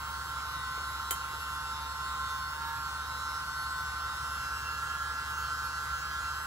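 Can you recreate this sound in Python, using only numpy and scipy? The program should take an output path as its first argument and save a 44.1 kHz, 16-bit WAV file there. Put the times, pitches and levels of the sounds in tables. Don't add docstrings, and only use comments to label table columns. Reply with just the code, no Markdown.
import sys
import numpy as np
from scipy import signal
from scipy.fft import rfft, irfft, next_fast_len
from scipy.io import wavfile
from scipy.ndimage import uniform_filter1d, map_coordinates

SR = 44100
rng = np.random.default_rng(int(sys.argv[2]) if len(sys.argv) > 2 else 0)


def unload_audio(sound):
    columns = np.transpose(np.atleast_2d(sound))
    steps = np.round(np.clip(columns, -1, 1) * 32767)
    wavfile.write(sys.argv[1], SR, steps.astype(np.int16))


N = 284883

# pitch_hz, density_db_per_hz
ROOM_RUMBLE = [(12, -120), (25, -106), (35, -83), (50, -81.5), (59, -70.5), (85, -75.5), (105, -74.5),
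               (125, -73.5), (150, -78.5), (175, -85.5), (290, -89.5), (380, -97.5), (600, -102)]
# time_s, pitch_hz
FAN_HUM = [(0.0, 70.3), (2.25, 70.5), (2.34, 72.64), (6.46, 72.15)]
# pitch_hz, left_right_likeness (0 to 1), left_lag_ms, left_minus_right_db
STEREO = [(70, .98, 0, 2.1), (150, .88, 0, 2.4), (300, .7, .12, 0), (800, .9, .11, -2.2),
          (1500, .92, .09, -2), (1750, .7, .09, -1.5), (2050, .5, -.29, -1), (3200, .4, -.265, -.6),
          (4500, .25, -.265, -.4), (6000, .4, -.265, -.4), (7500, .85, -.265, -.2),
          (15000, .92, -.265, -.2)]

# start_s, onset_level_db (rms)
HAND_BUMPS = [(.774, -51), (1.335, -56)]
# pitch_hz, relative_level_db
THUD_COLOUR = [(60, -32), (200, -9), (400, 0), (700, -2), (2000, -24), (8000, -45)]
BUMP_T60_S = 0.25

# start_s, relative_level_db
CONTACTS = [(1.1077, -29), (1.1084, -20.5), (1.1094, -23), (1.1113, -24), (1.1124, -30), (1.1174, -29.5),
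            (1.1186, -33), (1.127, -34), (1.139, -39)]
# pitch_hz, relative_level_db
SNAP_COLOUR = [(60, -40), (250, -13), (450, -4.5), (800, -7), (2200, -4), (4200, -8.5), (5600, -11),
               (7400, -.5), (9000, -1), (11000, 4), (13000, -1), (15500, -4)]
# pitch_hz, relative_level_db, t60_s
OBJECT_RINGS = [(2040, 2.5, 0.16), (3120, 5.5, 0.15), (6220, -6, 0.34), (6519, -9, 0.21), (7370, -2, 0.16),
                (8620, -1, 0.15), (10270, -15, 0.075), (10780, -14, 0.11), (11350, -15, 0.29),
                (11870, -12, 0.2)]
CONTACT_TRIM_DB, RING_TRIM_DB, ECHO_ONSET_DB = 0.8, -40, -31.5
CONTACT_T60_S, ROOM_T60_S = 0.01, 0.17

# pitch_hz, density_db_per_hz
AIR_RUSH = [(40, -120), (200, -90), (650, -89), (800, -82), (1000, -76), (1250, -74), (1450, -79),
            (1540, -76.5), (1640, -81), (1750, -87), (2100, -84), (2400, -91.5), (3200, -90.5), (3700, -92),
            (5000, -102), (7000, -106)]
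# pitch_hz, density_db_per_hz
NOZZLE_HISS = [(1000, -130), (3000, -103), (5200, -91), (6300, -94.5), (7400, -98), (8700, -95),
               (10000, -100), (11100, -96.5), (12000, -104), (13800, -106), (15700, -103)]
# pitch_hz, spread_hz, level_db (rms)
HOUSING_RINGS = [(495, 41, -70.5), (898, 3.6, -60.5), (1240, 26, -53.5), (1367, 49, -45), (1940, 47, -61.5)]
# db_per_turn_per_s above cruise, turn_gain_db, dip_gain_db per unit depth
FLOW_GAINS = (0.058, 3.15, -0.61)
RUSH_TRIM_DB, FLOW_TRIM_DB = 0.8, -1
FLICKER_DB, FLICKER_RATE_HZ, FLICKER_FULL_HZ = 2.4, 8, 2200
# pitch_hz, spread_hz, level_db (rms before swells), turn_gain_db
BREATHY_WHISTLE = (2732, 50, -68.5, 7)
GUST_DB, GUST_RATE_HZ = 2, 9
# pitch_hz, spread_hz, peak_level_db (rms), peak_time_s, half_length_s
JET_FLARE = (4200, 155, -61, 2, 3.5)

# time_s, turns_per_s
ROTOR_SPEED = [(0.0, 152.4), (0.2, 152.3), (0.68, 150.4), (1.28, 151.9), (1.72, 150.0), (2.25, 151.0),
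               (2.42, 150.7), (2.79, 153.3), (2.92, 150.9), (3.65, 150.9), (3.8, 150.3), (4.17, 150.5),
               (4.7, 152.2), (5.0, 152.6), (5.5, 151.2), (6.1, 152.0), (6.46, 151.9)]
CRUISE_HZ = 151.3
TURN_START_S, TURN_LENGTH_S = 3.8, 1
# centre_s, half_length_s, depth (no unit)
NOZZLE_DIPS = [(1.803, 0.11, 0.72), (2.664, 0.11, 0.86)]
# order, spread_orders, centre_s, half_length_s, change_db
ORDER_SWELLS = [(9, 0.4, 0.5, 0.25, -1.9), (25, 0.4, 0.55, 0.1, 5), (26, 0.4, 1.0, 0.15, 7),
                (18, 0.4, 1.19, 0.07, 6), (10, 0.4, 1.2, 0.25, -3.7), (19, 1.5, 1.4, 0.2, 6),
                (46, 1.5, 1.5, 0.25, 5), (18, 0.4, 1.62, 0.2, 5), (24, 0.4, 1.6, 0.1, 4),
                (8, 0.4, 1.8, 0.15, -7.6), (10, 0.4, 2.0, 0.25, -2.8), (29, 0.8, 2.05, 0.1, 8),
                (48, 0.4, 2.2, 0.25, 6), (7, 0.4, 2.3, 0.4, 3.9), (24, 0.4, 2.3, 0.25, 6),
                (29, 0.8, 2.4, 0.15, 8), (8, 0.4, 2.5, 0.15, -7.7), (28, 0.8, 2.9, 0.15, 7),
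                (9, 0.4, 3.1, 0.15, -4.7), (41, 1.5, 3.2, 0.25, 6.6), (26, 0.8, 3.2, 0.2, 6),
                (36, 1.5, 3.33, 0.16, 8.5), (11, 0.4, 3.6, 0.15, -5.2), (29, 1.2, 3.6, 0.17, 9),
                (10, 0.4, 3.7, 0.25, 4.2), (25, 0.8, 4.1, 0.07, 6), (39, 1.5, 4.2, 0.4, 6),
                (18, 0.8, 4.5, 0.45, 6), (34, 1.5, 4.4, 0.25, 6.5), (10, 0.4, 4.9, 0.25, -5.1),
                (18, 0.4, 5.05, 0.07, -12), (18, 0.4, 5.62, 0.07, -6), (29, 0.4, 5.7, 0.4, 9),
                (18, 0.4, 5.88, 0.07, -7)]

# order, shared_level_db (rms), opposed_level_db (rms),
# db_per_turn_per_s above cruise, turn_gain_db, dip_gain_db per unit depth
HIGH_ORDERS = [(12, -68, -66, -1, -1, 4), (13, -64.5, -67, -1, -2, -8), (14, -73, -66, 0, -4, 4),
               (16, -75, -71, 0, 3, -2), (18, -72, -64, -1, 10, 6), (19, -75, -61, -3, -1, 4),
               (20, -73, -65, -1, 4, 6), (21, -71, -65, 2, 6, -3), (22, -70, -69, 2, 0, -8),
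               (23, -70, -62, -2, -5, 2), (24, -67, -69, -1, -2, 4), (25, -63.5, -65, -1.3, -4, 3),
               (26, -65, -74, -1, -2, -5), (27, -69, -71, 2, 4, 4), (28, -67, -66, -2, 2, 2),
               (29, -65, -66, 0, -7, -4), (30, -72, -74, -1, 2, 6), (31, -72, -70, -1, 5, 11),
               (32, -73, -67, 3, 6, 2), (33, -70, -68, -3, 4, -2), (34, -73, -66, -1, 4, -1),
               (35, -66, -64, -2, -2, -6), (36, -70, -71, -2, 4, 10), (37, -71, -74, 0, 3, -2),
               (38, -76, -73, 0, 3, 0), (39, -76, -72, -2, 9, -5), (40, -73, -74, 1, -3, 2),
               (41, -68, -74, -1, 1, -1), (42, -75, -82, 0, -2, -2), (43, -71, -76, 0, 2, 0),
               (45, -68, -72, -2, 6, -8), (46, -71, -81, 2, -1, -11), (47, -71, -83, 2, -6, -2),
               (48, -71, -84, 1, -2, -3), (49, -69, -84, -1, -2, 4), (50, -70, -83, 0, 2, -7)]
# pitch_hz, level_db (rms of each order)
TOP_ORDERS = [(7700, -72), (8200, -69), (10600, -72), (11100, -76), (11350, -66), (11600, -76),
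              (12600, -81), (13400, -77), (15500, -74.5)]
WHINE_TRIM_DB, TOP_FADE_DB = 1.7, 3.8
WANDER, WANDER_RATE_HZ = 0.68, 6.5
FLUTTER, FLUTTER_RATE_HZ = 0.46, 25
PATCH_DB, PATCH_RATE_HZ = 1.4, 5.5

# order, level_db (rms), left_minus_right_db,
# db_per_turn_per_s above cruise, turn_gain_db, dip_gain_db per unit depth
STRONG_ORDERS = [(6, -54, 0, 1, -15.5, 12.5), (7, -44.5, 0, -0.2, -4.5, -3), (8, -56, -6, -2, 4, 5),
                 (9, -43, -1.5, 0.5, 2, -4), (10, -45.5, 4, -2, 2.5, -7), (11, -60.5, -3.5, 4, 9, 8)]
SMEAR_TURNS = 0.29


def from_db(db):
    return 10 ** (np.asarray(db) / 20)


def rms_one(x):
    return x / np.sqrt(np.mean(np.abs(x) ** 2) + 1e-20)


def in_time(rows, count=N):
    s, *columns = np.transpose(rows)
    moments = np.linspace(0, N / SR, count)
    return [np.interp(moments, s, column) for column in columns]


def at_hz(rows, hz):
    knots, *columns = np.transpose(rows)
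    log_hz = np.log(np.maximum(hz, 1))
    return [np.interp(log_hz, np.log(knots), column) for column in columns]


def drift(rate_hz, count=N, size=1):
    hz = np.arange(count // 2 + 1) * SR / N
    noise = rfft(rng.standard_normal((size, count)))
    return rms_one(irfft(noise / (1 + (hz / rate_hz) ** 2), count))


def stereo_gains(hz):
    alike, lag_ms, pan_db = at_hz(STEREO, hz)
    left = from_db(pan_db / 2) * np.exp(-1j * np.pi * hz * lag_ms / 1000)
    return np.clip(alike, 0, 1), np.array([left, 1 / left])


def air_noise(shape):
    size = next_fast_len(N)
    hz = np.arange(size // 2 + 1) * SR / size
    alike, sides = stereo_gains(hz)
    white = rfft(rng.standard_normal((3, size)))
    direct = np.sqrt(alike) * white[0]
    diffuse = np.sqrt(1 - alike) * white[1:]
    spectrum = (direct + diffuse) * sides * shape(hz) * np.sqrt(SR / 2)
    return irfft(spectrum, size)[:, :N]


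def coloured(spectrum):
    return air_noise(lambda hz: from_db(at_hz(spectrum, hz)[0]))


def dying(start_s, db, t60_s):
    age_s = np.arange(N) / SR - start_s
    return (age_s >= 0) * from_db(db - 60 * np.clip(age_s / t60_s, 0, 4))


def handling(speed):
    t = np.arange(N) / SR
    turned = np.clip((t - TURN_START_S) / TURN_LENGTH_S, 0, 1)
    dipped = sum(depth * np.exp(-((t - s) / length) ** 2) for s, length, depth in NOZZLE_DIPS)
    return np.array([speed - CRUISE_HZ, turned, dipped])


def order_swell_db(order, count=N):
    t = np.linspace(0, N / SR, count)
    swell = 0
    for centre, spread, s, length, db in ORDER_SWELLS:
        swell = swell + db * np.exp(-((order - centre) / spread) ** 2 - ((t - s) / length) ** 2)
    return swell


def room_fan(level_db=-50.0, waver_db=0.3, mains_db=-62):
    hz, = in_time(FAN_HUM)
    hum = np.sin(2 * np.pi * np.cumsum(hz) / SR) * from_db(level_db + waver_db * drift(3.1))
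    mains = np.sin(2 * np.pi * 60 * np.arange(N) / SR) * from_db(mains_db)
    balance = np.abs(stereo_gains(hz.mean())[1])[:, None]
    return balance * np.sqrt(2) * (hum + mains) + coloured(ROOM_RUMBLE)


def bumps():
    envelope = sum(dying(s, db, BUMP_T60_S) for s, db in HAND_BUMPS)
    return envelope * rms_one(coloured(THUD_COLOUR))


def click():
    contacts = np.sqrt(sum(dying(s, db + CONTACT_TRIM_DB, CONTACT_T60_S) ** 2 for s, db in CONTACTS))
    landing_s, t = CONTACTS[1][0], np.arange(N) / SR
    ring = 0
    for hz, db, t60_s in OBJECT_RINGS:
        tone = np.sin(2 * np.pi * (hz * t + rng.random((2, 1))))
        ring = ring + dying(landing_s, RING_TRIM_DB + db, t60_s) * tone
    tail = signal.lfilter([.7, .3], [1], coloured(SNAP_COLOUR))
    echo = dying(landing_s, ECHO_ONSET_DB, ROOM_T60_S) * rms_one(tail)
    return contacts * rms_one(coloured(SNAP_COLOUR)) + ring + echo


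def flare():
    centre, width, db, s, length = JET_FLARE
    band = rms_one(air_noise(lambda hz: 1 / (1 + ((hz - centre) / width) ** 2) ** 2))
    return band * from_db(db) * np.exp(-((np.arange(N) / SR - s) / length) ** 2)


def whistle(moves):
    centre, width, db, turn_db = BREATHY_WHISTLE
    band = rms_one(air_noise(lambda hz: 1 / (1 + ((hz - centre) / width) ** 2)))
    order_db = order_swell_db(round(centre / CRUISE_HZ))
    return band * from_db(db + turn_db * moves[1] + order_db + GUST_DB * drift(GUST_RATE_HZ))


def housing():
    def shape(hz):
        power = 0
        for centre, width, db in HOUSING_RINGS:
            peak = 1 / (1 + ((hz - centre) / width) ** 2) ** 2
            power = power + from_db(db) ** 2 / (np.pi * width / 2) * peak
        return np.sqrt(power)
    return air_noise(shape)


def nozzle(turns, throb=.58, flicker_db=.2):
    pulse = 1 + throb * np.cos(2 * np.pi * turns)
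    return coloured(NOZZLE_HISS) * pulse * from_db(flicker_db * drift(30))


def patchy(x, size=1024, smooth_bins=8):
    hz, s, bands = signal.stft(x, SR, nperseg=size)
    movement = drift(FLICKER_RATE_HZ, count=len(s), size=len(hz))
    patches = rms_one(uniform_filter1d(movement, size=smooth_bins, axis=0))
    depth = np.minimum(hz / FLICKER_FULL_HZ, 1)[:, None] ** 2
    gain = from_db(FLICKER_DB * depth * patches)
    gain = gain / np.sqrt(np.mean(gain ** 2, axis=1, keepdims=True))
    return signal.istft(bands * gain, SR, nperseg=size)[1][:, :N]


def whine(turns, moves, top_spread_db=1.53, count=320, size=4096, top_order=103):
    phases = np.exp(2j * np.pi * rng.random((top_order + 1, 1)))

    def paths(orders, arrival=1):
        def movement(rate_hz):
            return drift(rate_hz, count=count, size=len(orders))
        slow = rms_one(movement(WANDER_RATE_HZ) + 1j * movement(WANDER_RATE_HZ))
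        fast = rms_one(movement(FLUTTER_RATE_HZ) + 1j * movement(FLUTTER_RATE_HZ))
        total = arrival * phases[orders] + WANDER * slow + FLUTTER * fast
        patches = rms_one(uniform_filter1d(movement(PATCH_RATE_HZ), size=3, axis=0))
        total = total * from_db(PATCH_DB * patches)
        return total / np.sqrt(np.mean(np.abs(total) ** 2, axis=1, keepdims=True))

    listed, mid_db, side_db, *responses = np.transpose(HIGH_ORDERS)
    low = listed.astype(int)
    moments = np.linspace(0, N - 1, count).astype(int)
    swell_db = np.transpose(responses) @ moves[:, moments]
    swell_db = swell_db + np.array([order_swell_db(k, count=count) for k in low])
    quarter = 1j * np.sign(np.imag(stereo_gains(low * CRUISE_HZ)[1][0] ** 2))[:, None]
    mid = from_db(mid_db[:, None] + swell_db + WHINE_TRIM_DB) * paths(low)
    side = from_db(side_db[:, None] + swell_db / 2 + WHINE_TRIM_DB) * paths(low, quarter)
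    lines = np.zeros((2, size // 2 + 1, count), complex)
    lines[:, low] = mid + side, mid - side

    high = np.arange(low.max() + 1, top_order + 1)
    hz = high * turns[-1] * SR / N
    high_db = at_hz(TOP_ORDERS, hz)[0] + top_spread_db * rng.standard_normal(len(high))
    fading = rms_one(from_db(TOP_FADE_DB * drift(WANDER_RATE_HZ, count=count, size=len(high))))
    placed = (stereo_gains(hz)[1] * from_db(high_db))[:, :, None]
    lines[:, high] = placed * paths(high) * fading

    one_turn = irfft(lines, size, axis=1) * size / np.sqrt(2)
    where = [turns % 1 * size, np.linspace(0, count - 1, N)]
    return np.array([map_coordinates(side, where, order=1, mode="grid-wrap") for side in one_turn])


def whirr(turns, moves, flutter_db=.9, sway_db=1.1, shaft_db=-64):
    levels = [(0.99, shaft_db, 0)]
    for k, db, pan, *response in STRONG_ORDERS:
        levels.append((round(k), db + np.dot(response, moves), pan))
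    out = 0
    for k, db, pan in levels:
        sides = stereo_gains(k * turns[-1] * SR / N)[1] * from_db([pan / 2, -pan / 2])
        tone = np.exp(2j * np.pi * k * (turns - SMEAR_TURNS * k / 2))
        gain = from_db(db + order_swell_db(k) + sway_db * drift(3.5) + flutter_db * drift(23))
        out = out + gain * np.real(sides[:, None] * tone)
    return np.sqrt(2) * out


def scene(jitter=.0007):
    speed, = in_time(ROTOR_SPEED)
    turns = np.cumsum(speed * (1 + jitter * drift(16.7)[0])) / SR
    moves = handling(speed)
    flow = from_db(FLOW_TRIM_DB + np.dot(FLOW_GAINS, moves))
    jet = patchy(from_db(RUSH_TRIM_DB) * coloured(AIR_RUSH) + nozzle(turns))
    air = jet + flow * housing() + whistle(moves) + flare()
    background = room_fan() + bumps() + click()
    return background + air + whine(turns, moves) + whirr(turns, moves)


def record(dry):
    return signal.sosfilt(signal.ellip(12, .1, 80, 15750, fs=SR, output="sos"), dry)


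dry = scene()
out = record(dry)
unload_audio(out)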